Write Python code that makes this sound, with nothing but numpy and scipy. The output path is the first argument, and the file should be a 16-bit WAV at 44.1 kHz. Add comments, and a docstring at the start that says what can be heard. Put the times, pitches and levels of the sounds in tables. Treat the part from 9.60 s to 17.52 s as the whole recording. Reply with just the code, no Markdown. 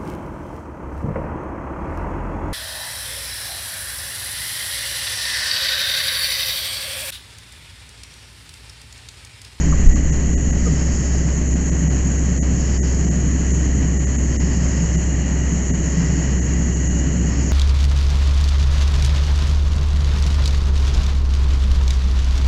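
"""Fire hose on a steel tanker

A hose plays on a rail tanker at an outdoor training ground, heard from beside the nozzle. The pump
engine's firings make a drone, a restless hum wavers above it, and turbulence rumbles in the hose.
The jet hisses, and the impacts of its spray on the steel swell with each sweep. Early on a gust
buffets the microphone and friction in the wet gear gives a few small squeaks."""
import sys
import numpy as np
from scipy import signal
from scipy.fft import rfft, irfft
from scipy.io import wavfile
from scipy.ndimage import uniform_filter1d

SR = 44100
rng = np.random.default_rng(int(sys.argv[2]) if len(sys.argv) > 2 else 0)


def generate_wav(sig):
    """Save sig (samples, or channels by samples) to the path in sys.argv[1] as 16-bit PCM at SR."""
    pcm = np.round(np.clip(np.atleast_2d(sig).T, -1, 1) * 32767).astype(np.int16)
    wavfile.write(sys.argv[1], SR, pcm)


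N = 349272
T = np.arange(N) / SR
FREQS = np.maximum(np.fft.rfftfreq(N, 1 / SR), 1)

# Load on the pump engine: time_s, relative_db
ENGINE_LOAD = [(0, -18.5), (2.1, -20), (3.0, -19), (4.6, -19), (6.0, -21), (7.9, -20)]
# Harmonics of the firing rate: harmonic_number, relative_db
ENGINE_HARMONICS = [(1, -2), (2, -21), (3, -25.5), (4, -26.5)]
# Surges of the hum: time_s, peak_db
HUM_SURGES = [(0.11, -20.5), (1.1, -19), (2.25, -21.5), (5.39, -19), (6.41, -18.5)]
# Turbulent water in the hose: frequency_hz, relative_db
RUMBLE_SPECTRUM = [(20, -10.5), (45, -4), (85, -3), (120, 0.5), (165, 1.5), (205, -3), (275, -3.5),
                   (330, -9.5), (400, -12), (470, -19.5), (700, -25.5), (1100, -50.5), (2500, -70.5)]
# Sweeps of the jet across the tank: start_s, length_s, spray_rise_db, rush_rise_db, nozzle_rise_db
JET_SWEEPS = [(-0.3, 0.3, 5, 1, .3), (.95, .6, 7, 0.5, 1.2), (2.9, 0.39, 7.5, 1.5, 0),
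              (4.618, 0.56, 6, 0.3, 0.4), (6.2, 0.39, 6, 2, 0.5), (7.622, .4, 6, .3, -0.2)]
# Broad rush of the jet: frequency_hz, relative_db
RUSH_SPECTRUM = [(300, -1.5), (550, 7.5), (750, 2), (950, 1), (1400, -1.5), (1700, 3), (2200, -1.5),
                 (2550, -3.5), (3050, -2), (3500, -17), (3800, -17.5), (4300, -6), (4600, -21.5),
                 (8000, -31)]
# Hollow resonances in the rush: centre_hz, half_width_hz
RESONANCES = [(1925, 105), (2860, 35)]
# Strength of the two resonances: time_s, lower_relative_db, upper_relative_db
RESONANCE_LEVELS = [(0, 2, -11), (2.3, -1.5, -15), (4.9, 1, -10.5), (5.35, 2, -4.5), (6.5, 2, -9),
                    (7.4, 0.5, -4.5), (7.9, -3, -8)]
# Spray on steel: frequency_hz, relative_db
SPRAY_SPECTRUM = [(1500, -12.5), (3600, -13.5), (4300, -10), (4580, 3), (4790, 4), (4930, 0.5), (5200, 3.5),
                  (5480, 10.5), (5800, -3), (6500, -7.5), (8000, -21)]
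# Thin hiss at the nozzle: frequency_hz, relative_db
NOZZLE_SPECTRUM = [(4000, -68), (5200, -35.5), (5700, -12), (6100, -7), (6500, -1.5), (6800, 3.5),
                   (7150, -5), (7550, -11), (7900, -21), (8250, -45)]
# Brief dips in the hiss: centre_s, length_s
HISS_DIPS = [(.345, 0.017), (0.516, 0.016), (0.761, 0.027), (.92, .013), (2.108, .015), (2.806, 0.034),
             (3.213, .03), (3.5, 0.017), (3.927, .012), (4.458, 0.019), (4.574, 0.017), (4.783, 0.028),
             (6.125, 0.02), (6.807, .013)]
# One strong eddy in the gust: centre_s, rocking_hz, half_length_s, peak_db
GUST_EDDY = (.285, 23, .017, 2.3)
# Squeaks of the gear: centre_s, start_hz, end_hz, half_length_s, level_db
GEAR_SQUEAKS = [(0.132, 1230, 1030, 0.0055, -28), (0.143, 648, 514, 0.0053, -29),
                (0.365, 1236, 1100, 0.0038, -35), (0.969, 561, 600, .005, -33),
                (1.073, 1270, 1200, 0.0063, -31), (1.075, 500, 430, 0.006, -22),
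                (1.55, 760, 600, .005, -32)]


def undb(db):
    """Amplitude ratio for a level in decibels."""
    return 10 ** (np.asarray(db) / 20)


def unit(x):
    """Normalisation to rms 1."""
    return x / np.sqrt(np.mean(x ** 2))


def curves(table):
    """Linear interpolation of each column over time."""
    times, *columns = np.transpose(table)
    return [np.interp(T, times, column) for column in columns]


def pulse(centre_s, half_length_s):
    """A Gaussian envelope of height 1."""
    return np.exp(-((T - centre_s) / half_length_s) ** 2 / 2)


def wander(rate_hz):
    """Random modulation: held values, smoothed twice to a spread near 1."""
    hold = int(SR / rate_hz)
    steps = np.repeat(rng.standard_normal(N // hold + 1), hold)
    return 1.3 * uniform_filter1d(uniform_filter1d(steps, hold), hold)[:N]


def colour(x, spectrum):
    """Filtering by a spectral envelope; rms 1."""
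    hz, db = np.transpose(spectrum)
    shape_db = np.interp(np.log(FREQS), np.log(hz), db)
    return unit(irfft(rfft(x) * undb(shape_db), N))


def slow_noise(top_hz):
    """Low-pass filtered noise; rms 1."""
    return unit(irfft(rfft(rng.standard_normal(N)) / (1 + (FREQS / top_hz) ** 4), N))


def pump(firing_hz=65.53, drift_hz=0.24, gain_db=1.25, throb_db=0.5):
    """Periodic firings at a governed speed form a harmonic series; the silencer weakens its overtones."""
    load_db, = curves(ENGINE_LOAD)
    phase = 2 * np.pi * np.cumsum(firing_hz + drift_hz * wander(5)) / SR
    tone = sum(undb(db) * np.sin(k * phase + 2 * np.pi * rng.random()) for k, db in ENGINE_HARMONICS)
    return unit(tone) * undb(load_db + gain_db + throb_db * wander(18))


def hum(pitch_hz=165.9, waver_hz=9, level_db=-27.7, restless_db=2.0, roughness=0.35):
    """Frequency and amplitude modulation make a pure tone waver, flutter and at times surge."""
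    strength = undb(level_db + restless_db * wander(11))
    for time_s, peak_db in HUM_SURGES:
        strength = np.maximum(strength, undb(peak_db) * pulse(time_s, half_length_s=0.047))
    phase = 2 * np.pi * np.cumsum(pitch_hz + waver_hz * wander(25)) / SR
    flutter = 1 + roughness * slow_noise(top_hz=22)
    return unit(np.sin(phase) * flutter) * strength


def hose(level_db=-22.5, surge_db=0.4):
    """Turbulence in the hose and nozzle makes a low rumble that surges a little."""
    return colour(rng.standard_normal(N), RUMBLE_SPECTRUM) * undb(level_db + surge_db * wander(12))


def sweeps(attack_s=0.11, release_s=0.25):
    """Trapezoidal envelopes in dB for spray, rush and nozzle: the jet meets the tank, stays, leaves."""
    rise_db = np.zeros((3, N))
    for start_s, length_s, *peaks_db in JET_SWEEPS:
        arriving = (T - start_s) / attack_s
        leaving = 1 - (T - start_s - length_s) / release_s
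        rise_db += np.outer(peaks_db, np.clip(np.minimum(arriving, leaving), 0, 1))
    return rise_db


def droplets(per_s, spread_db):
    """Shot noise: a dense shower of independent impacts of random size; rms 1."""
    hits = rng.random(N) < per_s / SR
    impacts = hits * rng.standard_normal(N)
    size_db = spread_db * np.minimum(rng.exponential(size=N), 5)
    return unit(impacts * undb(size_db))


def hollow_rings():
    """Resonance picks two bands out of noise; the upper grows as the aim shifts along the tank."""
    out = np.zeros(N)
    for (centre_hz, half_width_hz), db in zip(RESONANCES, curves(RESONANCE_LEVELS)):
        detuning = (FREQS - centre_hz) / half_width_hz
        band = irfft(rfft(rng.standard_normal(N)) / (1 + detuning ** 2), N)
        out += unit(band) * undb(db)
    return out


def dips(hiss, band_hz=(750, 5800), dip_db_per_s=-1000, flickers_per_s=1.2, flicker_s=0.016):
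    """Brief attenuation of the middle band: longer dips go deeper, and flickers fall at random."""
    events = [(centre_s, length_s, dip_db_per_s * length_s) for centre_s, length_s in HISS_DIPS]
    draws = rng.random((int(flickers_per_s * N / SR), 2))
    events += [(at * N / SR, flicker_s, -9 * (0.5 + size)) for at, size in draws]  # about 9 dB deep
    gain_db = np.zeros(N)
    for centre_s, length_s, depth_db in events:
        near = np.abs(T - centre_s) < 2 * length_s
        gain_db[near] += depth_db * np.exp(-(2 * (T[near] - centre_s) / length_s) ** 6)
    middle = signal.sosfiltfilt(signal.butter(8, band_hz, "bandpass", fs=SR, output="sos"), hiss)
    return hiss - middle * (1 - undb(gain_db))


def jet(rush_db=-37.5, ring_db=-45.0, spray_db=-50.5, nozzle_db=-33.5,
        flutter_db=0.85, sputter_db=0.7, sway_db=0.31):
    """Jet breakup: the stream hisses at the nozzle, tears into drops and patters on the steel."""
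    spray_rise, rush_rise, nozzle_rise = sweeps()
    breakup = flutter_db * wander(30)  # lumps in the stream move rush and spray together
    swell = rush_rise + sway_db * wander(3)  # the hand-held nozzle is never quite still
    rush = colour(droplets(per_s=30000, spread_db=1), RUSH_SPECTRUM)
    rush *= undb(rush_db + swell + breakup)
    hollow = hollow_rings() * undb(ring_db + swell)
    spray = colour(droplets(per_s=13000, spread_db=-0.5), SPRAY_SPECTRUM)
    spray *= undb(spray_db + spray_rise + breakup)
    nozzle = colour(rng.standard_normal(N), NOZZLE_SPECTRUM)
    nozzle *= undb(nozzle_db + nozzle_rise + sway_db * wander(4.5) + sputter_db * wander(60))
    return dips(rush + spray + nozzle) + hollow


def wind(breeze_db=-36.5, gust_db=-15.5, peak_s=0.2, attack_s=0.14, decay_s=0.5):
    """Pressure fluctuations on the microphone: a steady breeze, a gust and one strong eddy."""
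    since_peak = T - peak_s
    gust = undb(gust_db) * np.exp(-np.maximum(-since_peak / attack_s, since_peak / decay_s))
    centre_s, rocking_hz, half_length_s, eddy_db = GUST_EDDY
    eddy = -np.cos(2 * np.pi * rocking_hz * (T - centre_s)) * pulse(centre_s, half_length_s)
    return slow_noise(top_hz=41) * (undb(breeze_db) + gust) + undb(eddy_db) * eddy


def squeaks(roughness=0.66):
    """Friction in the wet gear excites short, scratchy tones, most of them falling in pitch."""
    scratch = 1 + roughness * slow_noise(top_hz=250)
    tones = np.zeros(N)
    for centre_s, start_hz, end_hz, half_length_s, level_db in GEAR_SQUEAKS:
        pitch_hz = np.interp(T, [centre_s - half_length_s, centre_s + half_length_s], [start_hz, end_hz])
        phase = 2 * np.pi * np.cumsum(pitch_hz) / SR
        tones += undb(level_db) * pulse(centre_s, half_length_s) * np.sin(phase)
    return tones * scratch


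def scene():
    """Superposition in a free field: close sources add in the open air, without echoes."""
    return (pump() + hum() + hose() + jet() + wind() + squeaks())[None]


def record(dry, cutoff_hz=8180):
    """Clipping at full scale, then a steep low-pass filter that removes the high treble."""
    lowpass = signal.ellip(12, 0.2, 80, cutoff_hz, fs=SR, output="sos")
    return signal.sosfilt(lowpass, np.clip(dry, -1, 1))


dry = scene()
out = record(dry)
generate_wav(out)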